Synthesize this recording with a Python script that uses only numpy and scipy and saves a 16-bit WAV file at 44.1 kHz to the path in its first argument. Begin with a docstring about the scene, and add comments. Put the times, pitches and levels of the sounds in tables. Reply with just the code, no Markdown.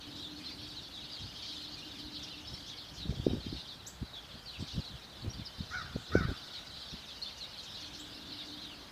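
"""Small birds in winter trees

A distant flock chatters: thousands of tiny whistles, blurred by echoes from bare branches.
Nearer chirps, thin calls and scrapes stand out, and a hoarse crow caws twice.
Gusts thump the microphone, and a faint low hum comes and goes under the outdoor hiss."""
import sys
import numpy as np
from scipy import signal
from scipy.fft import rfft, irfft
from scipy.io import wavfile

SR = 44100
rng = np.random.default_rng(int(sys.argv[2]) if len(sys.argv) > 2 else 0)


def transcribe(u):
    """Save the signal u as a 16-bit wav file named by the first command-line argument.

    u: samples, shape (n,) or (channels, n), limited to [-1, 1]; the rate is SR.
    q: integer samples, one column per channel.
    """
    v = np.clip(np.atleast_2d(u).T, -1, 1)
    q = np.round(v * 32767).astype(np.int16)
    wavfile.write(sys.argv[1], SR, q)


N = 392931
TIME, HZ = np.arange(N) / SR, np.fft.rfftfreq(N, 1 / SR)
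TWIG_ECHO_S = .22  # time for an echo in the twigs to fade by 60 dB

# how loud the far flock is (time [s], level [dB])
FLOCK_LOUDNESS = [(0.0, -49.5), (0.69, -49.5), (1.21, -48.5), (1.53, -46.5), (1.71, -51), (2.43, -49),
                  (2.75, -51), (3.57, -49.5), (3.97, -59), (4.68, -49), (5.08, -54.5), (6.22, -51),
                  (6.69, -49), (7.36, -51), (7.78, -47.5), (8.13, -51.5), (8.53, -49), (8.9, -55)]
# tone of its main chatter and of its shrill edge (frequency [Hz], boost [dB])
CHATTER_TONE = [(2000, 5.5), (2600, -14.5), (3100, -5), (3700, -1), (4400, -2), (5100, -7), (6000, -16),
                (8000, -19)]
SHRILL_TONE = [(3500, 4), (4700, 3.5), (5400, -10), (6300, -4.5), (7500, -8), (9500, -12.5), (14000, -13)]
def flock(answer_s=.23, answer_lag_s=.0065, answer_db=-4, follow=.21, flicker_db=.66):
    """The far flock chatters, and swells as neighbours join in around each near call."""
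    din = coloured(chatter(2400, 6200, count=3200, warble=.031), CHATTER_TONE)
    shrill = coloured(chatter(4400, 12000, count=2400, warble=.1253), SHRILL_TONE)
    starts, lengths, *_, call_db = np.transpose(near_calls())
    peaks = starts + lengths / 2 + answer_lag_s
    extra_db = follow * (call_db - call_db.mean())  # louder calls get louder answers
    answers = swells([(s, answer_s, answer_db + db) for s, db in zip(peaks, extra_db)])
    level_db = np.interp(TIME, *np.transpose(FLOCK_LOUDNESS)) + flicker_db * drift(N, 38)
    return np.hypot(1, answers) * gain_of(level_db) * (gain_of(-.48) * din + gain_of(-15) * shrill)


def chatter(low_hz, high_hz, count, warble, spread_db=3.5, fall=.1614, bend=.1007):
    """Many far birds at once: short, shaky, arched notes that rise or fall."""
    out = np.zeros(N)
    for when, span, pitch, slope, arch, softness in rng.random((count, 6)):
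        hz = low_hz * (high_hz / low_hz) ** pitch
        slide = fall * (2 * slope - .7)
        length = .014 + .032 * span
        note = whistle(length, hz * (1 + slide), hz * (1 + bend * arch), hz * (1 - slide), warble)
        add(out, when * N / SR - .02, gain_of(-spread_db * np.log(softness + .085)) * note)
    return out + gain_of(-4) * tree_echo(out, fade_s=.36)


# chirps that slide down (time [s], length [s], middle pitch [Hz], level [dB])
FALLING_CHIRPS = [(0.196, .09, 3710, -46.5), (0.753, 0.051, 4020, -46.5), (0.939, 0.056, 3600, -47.5),
                  (1.11, 0.071, 4590, -47), (1.467, 0.061, 4640, -49.5), (1.524, .069, 3700, -49),
                  (1.631, 0.032, 4070, -48.5), (1.736, 0.025, 4600, -46), (1.886, .051, 3670, -51),
                  (2.147, .04, 4300, -46.5), (2.216, .041, 3500, -47.5), (2.688, 0.039, 3770, -52),
                  (2.771, .066, 3570, -53), (2.971, 0.092, 3960, -47.5), (3.557, 0.067, 4070, -51),
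                  (3.681, 0.062, 3690, -48.5), (4.129, .075, 3520, -47.5), (4.288, 0.038, 3450, -54),
                  (4.455, 0.063, 4250, -46.5), (4.527, .05, 2800, -52.5), (4.684, .09, 2840, -60),
                  (4.843, 0.052, 4180, -47.5), (5.449, 0.035, 5000, -45), (5.763, 0.071, 3820, -51),
                  (6.41, .043, 3850, -49), (6.53, .07, 3980, -46.5), (6.794, 0.045, 4210, -51.5),
                  (7.067, 0.061, 3550, -50), (7.398, 0.06, 4030, -45), (7.573, 0.039, 4150, -47.5),
                  (7.813, .041, 4220, -51), (8.318, 0.022, 4020, -44), (8.375, 0.059, 3620, -47.5),
                  (8.603, 0.089, 3850, -49.5), (8.692, .06, 2920, -53.5)]
# short chirps that go up, then down (time [s], top pitch [Hz], rise [share of top], level [dB])
ARCHED_CHIRPS = [(.455, 4180, 0.099, -42.5), (.62, 4430, 0.063, -48.5), (0.681, 4600, 0.036, -51),
                 (1.178, 3250, .02, -50), (1.418, 4460, 0.036, -46.5), (1.77, 2470, .03, -54.5),
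                 (1.819, 2870, 0.12, -49), (1.995, 3930, .01, -49.5), (2.329, 2760, .03, -51),
                 (2.47, 5260, .03, -47.5), (2.531, 5420, .06, -48), (3.399, 4390, .15, -53),
                 (3.478, 4980, .05, -51), (4.716, 4550, .22, -46.5), (5.21, 4410, 0.213, -49),
                 (5.296, 5720, 0.084, -49.5), (5.33, 4790, 0.16, -50), (5.607, 4520, 0.28, -51),
                 (6.9, 5630, 0.0091, -53.5), (7.216, 4350, 0.12, -37.5), (7.258, 3590, 0.062, -42),
                 (7.746, 4260, 0.086, -49)]
def near_calls(fall=.115, arch_s=.0256, drop=.056):
    """Lists the near chirps as (time, length, start pitch, middle pitch, end pitch, level)."""
    falling = [(s, length, hz * (1 + fall), hz, hz * (1 - fall), db)
               for s, length, hz, db in FALLING_CHIRPS]
    arched = [(s, arch_s, hz * (1 - rise), hz, hz * (1 - drop), db) for s, hz, rise, db in ARCHED_CHIRPS]
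    return falling + arched


def near_birds(roughness=.35, warble_per_s=.42):
    """The nearest birds chirp among the twigs; the longer a note, the more its pitch shakes."""
    out = np.zeros(N)
    for s, length, start, middle, end, db in near_calls():
        add(out, s, gain_of(db) * whistle(length, start, middle, end, warble_per_s * length))
    out *= 1 + roughness * drift(N, 250)
    return out + gain_of(-7) * tree_echo(out, TWIG_ECHO_S)


# high calls (time [s], length [s], start pitch [Hz], middle pitch [Hz], end pitch [Hz], level [dB])
THIN_CALLS = [(3.863, 0.026, 4920, 7280, 7900, -46.5), (4.594, 0.044, 7000, 8350, 7160, -66),
              (7.987, .036, 6760, 7660, 7850, -56)]
def thin_calls(lower_ratio=.89):
    """A closer bird sings with both sides of its voice box, making two sliding notes at once."""
    out = np.zeros(N)
    for s, length, start, middle, end, db in THIN_CALLS:
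        upper = whistle(length, start, middle, end, warble=.012)
        lower = whistle(length, start, middle * lower_ratio, end * lower_ratio, warble=.044, octave_db=-8)
        add(out, s, gain_of(db) * (upper + gain_of(-6) * lower))
    return out + gain_of(-6) * tree_echo(out, fade_s=.31) + gain_of(-5) * tree_echo(out, fade_s=.17)


# harsh calls (peak time [s], length [s], middle pitch [Hz], level [dB])
SCRAPING_CALLS = [(1.478, 0.14, 5020, -55.5), (2.239, 0.021, 5080, -46), (2.689, 0.059, 5370, -53.5),
                  (2.964, 0.065, 5620, -56.5), (4.708, 0.089, 5500, -58), (5.762, 0.16, 5320, -57.5),
                  (6.025, 0.11, 6770, -66), (6.171, 0.093, 5170, -54), (7.389, 0.028, 5680, -55),
                  (7.645, .045, 6000, -57), (7.815, 0.028, 5380, -53), (7.968, 0.081, 5150, -55)]
def scraping_calls(warble=.15, fall=.074):
    """Bird notes whose pitch shakes so hard that they turn into a short scrape."""
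    out = np.zeros(N)
    for s, length, hz, db in SCRAPING_CALLS:
        start, end = hz * (1 + fall), hz * (1 - fall)
        scrape = sum(whistle(length, start, hz, end, warble, octave_db=-26) for _ in range(3))
        add(out, s - length / 2, gain_of(db - 1) * evened(scrape))
    return out + gain_of(-6) * tree_echo(out, TWIG_ECHO_S)


# the two caws (time [s], length [s], top pitch [Hz], level [dB])
CROW_CAWS = [(5.703, .138, 753, -36.5), (6.113, .148, 757, -33.5)]
# how one caw unfolds (progress [share of length], pitch [share of top], effort [dB])
CAW_ARCH = [(0, .8, -13), (.16, .87, -8.5), (.3, 1, -2), (.45, 0.99, -3), (.58, .93, -6.5),
            (.74, .85, -7.5), (1, .79, -12.5)]
# how the crow's throat shapes its voice (frequency [Hz], boost [dB])
THROAT_TONE = [(700, -20), (1150, -1.5), (1480, 2), (1850, -2.5), (2050, -18), (2260, -7.5), (2600, -35),
               (4000, -48)]
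def crow(jitter=.033, rasp=.25, rasp_hz=160, bounce_s=.096):
    """A hoarse voice rises and falls in a narrow throat; the tree line throws it back, blurred."""
    out = np.zeros(N)
    place, bend, effort_db = np.transpose(CAW_ARCH)
    hiss = gain_of(-17) * coloured(rng.standard_normal(N), THROAT_TONE)
    for s, length, top_hz, db in CROW_CAWS:
        size = int(length * SR)
        progress = np.linspace(0, 1, size)
        hz = top_hz * np.interp(progress, place, bend) * (1 + jitter * drift(size, 270))
        phase = 2 * np.pi * np.cumsum(hz) / SR
        # each overtone gets louder as it passes a pitch where the throat rings
        voice = sum(read_tone(THROAT_TONE, k * hz) * np.sin(k * phase) for k in range(1, 6))
        voice *= 1 + rasp * drift(size, rasp_hz)
        # the voice turns hoarser as the effort gives out
        push = gain_of(np.interp(progress, place, effort_db))
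        caw = push * evened(voice) + np.sqrt(push) * hiss[int(s * SR):][:size]
        add(out, s, gain_of(db) * caw * signal.windows.tukey(size, .15))
    delayed = np.interp(TIME - bounce_s, TIME, out)
    bounce = gain_of(-17) * tree_echo(delayed * (1 + drift(N, rasp_hz)), TWIG_ECHO_S)
    near_echo = gain_of(-9) * tree_echo(out, TWIG_ECHO_S)
    far_echo = gain_of(-14) * tree_echo(out, fade_s=3)
    return out + bounce + near_echo + far_echo


# gusts at the microphone (peak time [s], length [s], level [dB])
WIND_GUSTS = [(.6, .15, -53), (1.24, 0.17, -47.5), (2.15, 0.87, -57.5), (2.53, 0.25, -49),
              (3.11, 0.42, -41.5), (3.32, 0.3, -38.5), (3.51, 0.32, -44), (4.025, 0.069, -41),
              (4.36, 0.077, -52), (4.625, 0.1, -41.5), (4.775, 0.11, -39), (4.93, 0.096, -45),
              (5.26, 0.23, -42.5), (5.39, 0.13, -43), (5.61, 0.12, -49), (5.85, 0.61, -51.5),
              (5.96, 0.096, -44.5), (6.17, 0.19, -29), (6.275, 0.18, -34), (6.94, 0.048, -45.5)]
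# the swirls of air that hit it hardest (time [s], level [dB], pitch [Hz])
HARD_SWIRLS = [(3.096, -23, 149), (3.111, -26, 128), (3.126, -35.5, 477), (3.2, -29.5, 117),
               (3.268, -11.5, 344), (3.282, -22, 249), (3.335, -21.5, 255), (3.372, -34.5, 330),
               (3.468, -28, 226), (3.529, -27.5, 242), (4.021, -33, 100), (4.627, -27, 195),
               (4.782, -24, 144), (5.264, -31, 253), (5.398, -31.5, 180), (5.609, -27, 158),
               (5.96, -24, 176), (5.964, -26.5, 430), (6.1547, -9, 370), (6.165, -19.5, 109),
               (6.176, -22.5, 153), (6.21, -27.5, 230), (6.254, -23, 129), (6.317, -27.5, 260)]
# tone of the wind's rumble and of its finer flutter (frequency [Hz], boost [dB])
RUMBLE_TONE = [(15, -24), (35, -16), (65, 2.5), (130, -3.5), (200, -14), (320, -18.5), (600, -35.5),
               (1200, -38.5), (2500, -64)]
FLUTTER_TONE = [(100, -9), (250, 3), (500, -3.5), (800, -13.5), (1200, -26), (2500, -42)]
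def wind(breeze_db=-60, fade_db_per_s=.57, cap_db=-38, lumpy_db=3, low_hz=105, high_hz=260, count=420):
    """Churning air rumbles; each swirl that hits the microphone is one quick swing of pressure."""
    strength = np.hypot(swells(WIND_GUSTS), gain_of(breeze_db - fade_db_per_s * TIME))
    level_db = np.minimum(20 * np.log10(strength), cap_db) + lumpy_db * drift(N, 23)
    out = gain_of(level_db - 1) * coloured(rng.standard_normal(N), RUMBLE_TONE)
    # flutter grows twice as fast as rumble, so only strong gusts sound brighter
    flutter_db = -49 + 2 * (level_db - cap_db)
    out += gain_of(flutter_db) * coloured(rng.standard_normal(N), FLUTTER_TONE)
    small_swirls = [(when * N / SR, level_db[int(when * N)] + 5.5, low_hz * (high_hz / low_hz) ** pitch)
                    for when, pitch in rng.random((count, 2))]
    t = np.arange(-SR // 30, SR // 30) / SR
    for s, db, hz in HARD_SWIRLS + small_swirls:
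        thump = np.cos(2 * np.pi * hz * t - np.pi / 4) / np.cosh(t * hz / .3)
        add(out, s + t[0], gain_of(db) * thump)
    return out


# swells of the hum (peak time [s], rise time [s], level [dB])
HUM_SWELLS = [(.16, 0.3, -52.5), (1.85, 0.49, -55), (8.15, 0.48, -54)]
# tone of the low rush around it (frequency [Hz], boost [dB])
RUSH_TONE = [(100, -27), (170, -1), (220, -4.5), (270, 2.5), (310, 2.5), (330, -3), (380, -6), (460, -17),
             (800, -37)]
def hum(pitch_hz=298.3, waver_hz=1.77, fade_db_per_s=10.5):
    """A wavering note in a low rush swells and slowly fades, perhaps tyres on a far road."""
    hz = pitch_hz + waver_hz * drift(N, 9.4)
    note = evened(np.sin(2 * np.pi * np.cumsum(hz) / SR) * (1 + .41 * drift(N, 8.4)))
    rush = coloured(rng.standard_normal(N), RUSH_TONE)
    level = np.zeros(N)
    for s, rise_s, db in HUM_SWELLS:
        fade_in = np.clip(1 + (TIME - s) / rise_s, 0, 1)
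        level += fade_in * gain_of(db - fade_db_per_s * np.maximum(TIME - s, 0))
    return level * gain_of(-2) * (note + rush)


# tone of the outdoor hiss (frequency [Hz], boost [dB])
AIR_TONE = [(20, -17), (55, 8), (90, 3.5), (200, 3), (400, -2.5), (700, -1), (1100, -3.5), (1600, -3),
            (2300, -9.5), (4000, -10), (7000, -20), (10000, -22.5), (15000, -24)]
def air(level_db=-55, rise_db=1.5):
    """The even hiss of the open air, growing very slightly."""
    level = gain_of(level_db + rise_db * np.linspace(-.5, .5, N))
    return level * coloured(rng.standard_normal(N), AIR_TONE)


def whistle(length, start_hz, middle_hz, end_hz, warble, octave_db=-32):
    """One bird note that bends through three pitches; warble shakes the pitch at random."""
    progress = np.linspace(0, 1, max(int(length * SR), 64))
    knots = np.linspace(0, 1, len(progress) // 40 + 2)
    hz = np.polyval(np.polyfit([0, .5, 1], [start_hz, middle_hz, end_hz], 2), progress)
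    shake = np.interp(progress, knots, rng.standard_normal(len(knots)))
    phase = 2 * np.pi * np.cumsum(hz * (1 + warble * shake)) / SR
    level = np.sqrt(2 * abs(np.sin(np.pi * progress))) * signal.windows.tukey(len(progress), .2)
    return level * (np.sin(phase) + gain_of(octave_db) * np.sin(2 * phase))


def tree_echo(sound, fade_s, echoes_per_s=3000):
    """Trunks and branches scatter a sound into many weak echoes that fade by 60 dB in fade_s."""
    t = np.arange(SR) / SR
    echoes = rng.standard_normal(SR) * (rng.random(SR) < echoes_per_s / SR)
    echoes *= gain_of(-60 * t / fade_s) * (t > .004)
    return signal.fftconvolve(sound, echoes / np.linalg.norm(echoes))[:N]


def swells(rows):
    """A smooth rise and fall for each row of (peak time [s], length [s], level [dB])."""
    power = np.zeros(N)
    for s, length, db in rows:
        add(power, s - length / 2, (gain_of(db) * signal.windows.hann(int(length * SR))) ** 2)
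    return np.sqrt(power)


def gain_of(db):
    """Turns decibels into a number to multiply a sound by."""
    return 10 ** (np.asarray(db) / 20)


def evened(sound):
    """Scales a sound to an average power of one."""
    return sound / np.sqrt(np.mean(sound ** 2) + 1e-20)


def read_tone(tone, hz):
    """Looks up how strongly a tone table lets a frequency through."""
    table_hz, db = np.transpose(tone)
    return gain_of(np.interp(np.log(hz + 1), np.log(table_hz), db))


def coloured(sound, tone):
    """Shapes a sound's bass and treble with a tone table, at a power of one."""
    return evened(irfft(rfft(sound) * read_tone(tone, HZ), N))


def drift(size, rate_hz):
    """A smooth random wobble, up to about rate_hz fast."""
    padded = size + SR // 4
    keep_slow = 1 / (1 + (np.fft.rfftfreq(padded, 1 / SR) / rate_hz) ** 4)
    return evened(irfft(rfft(rng.standard_normal(padded)) * keep_slow))[:size]


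def add(mix, s, sound):
    """Mixes a sound in, starting at s seconds."""
    part = mix[max(round(s * SR), 0):][:len(sound)]
    part += sound[:len(part)]


def scene():
    """Birds, wind and background meet at one microphone."""
    birds = near_birds() + thin_calls() + scraping_calls() + flock() + crow()
    return (birds + wind() + hum() + air())[None]


def record(dry):
    """Cuts away the very highest treble."""
    treble_cut = signal.firwin(1501, cutoff=15300, window=("kaiser", 9), fs=SR)
    return signal.oaconvolve(dry, treble_cut[None], "same")


dry = scene()
out = record(dry)
transcribe(out)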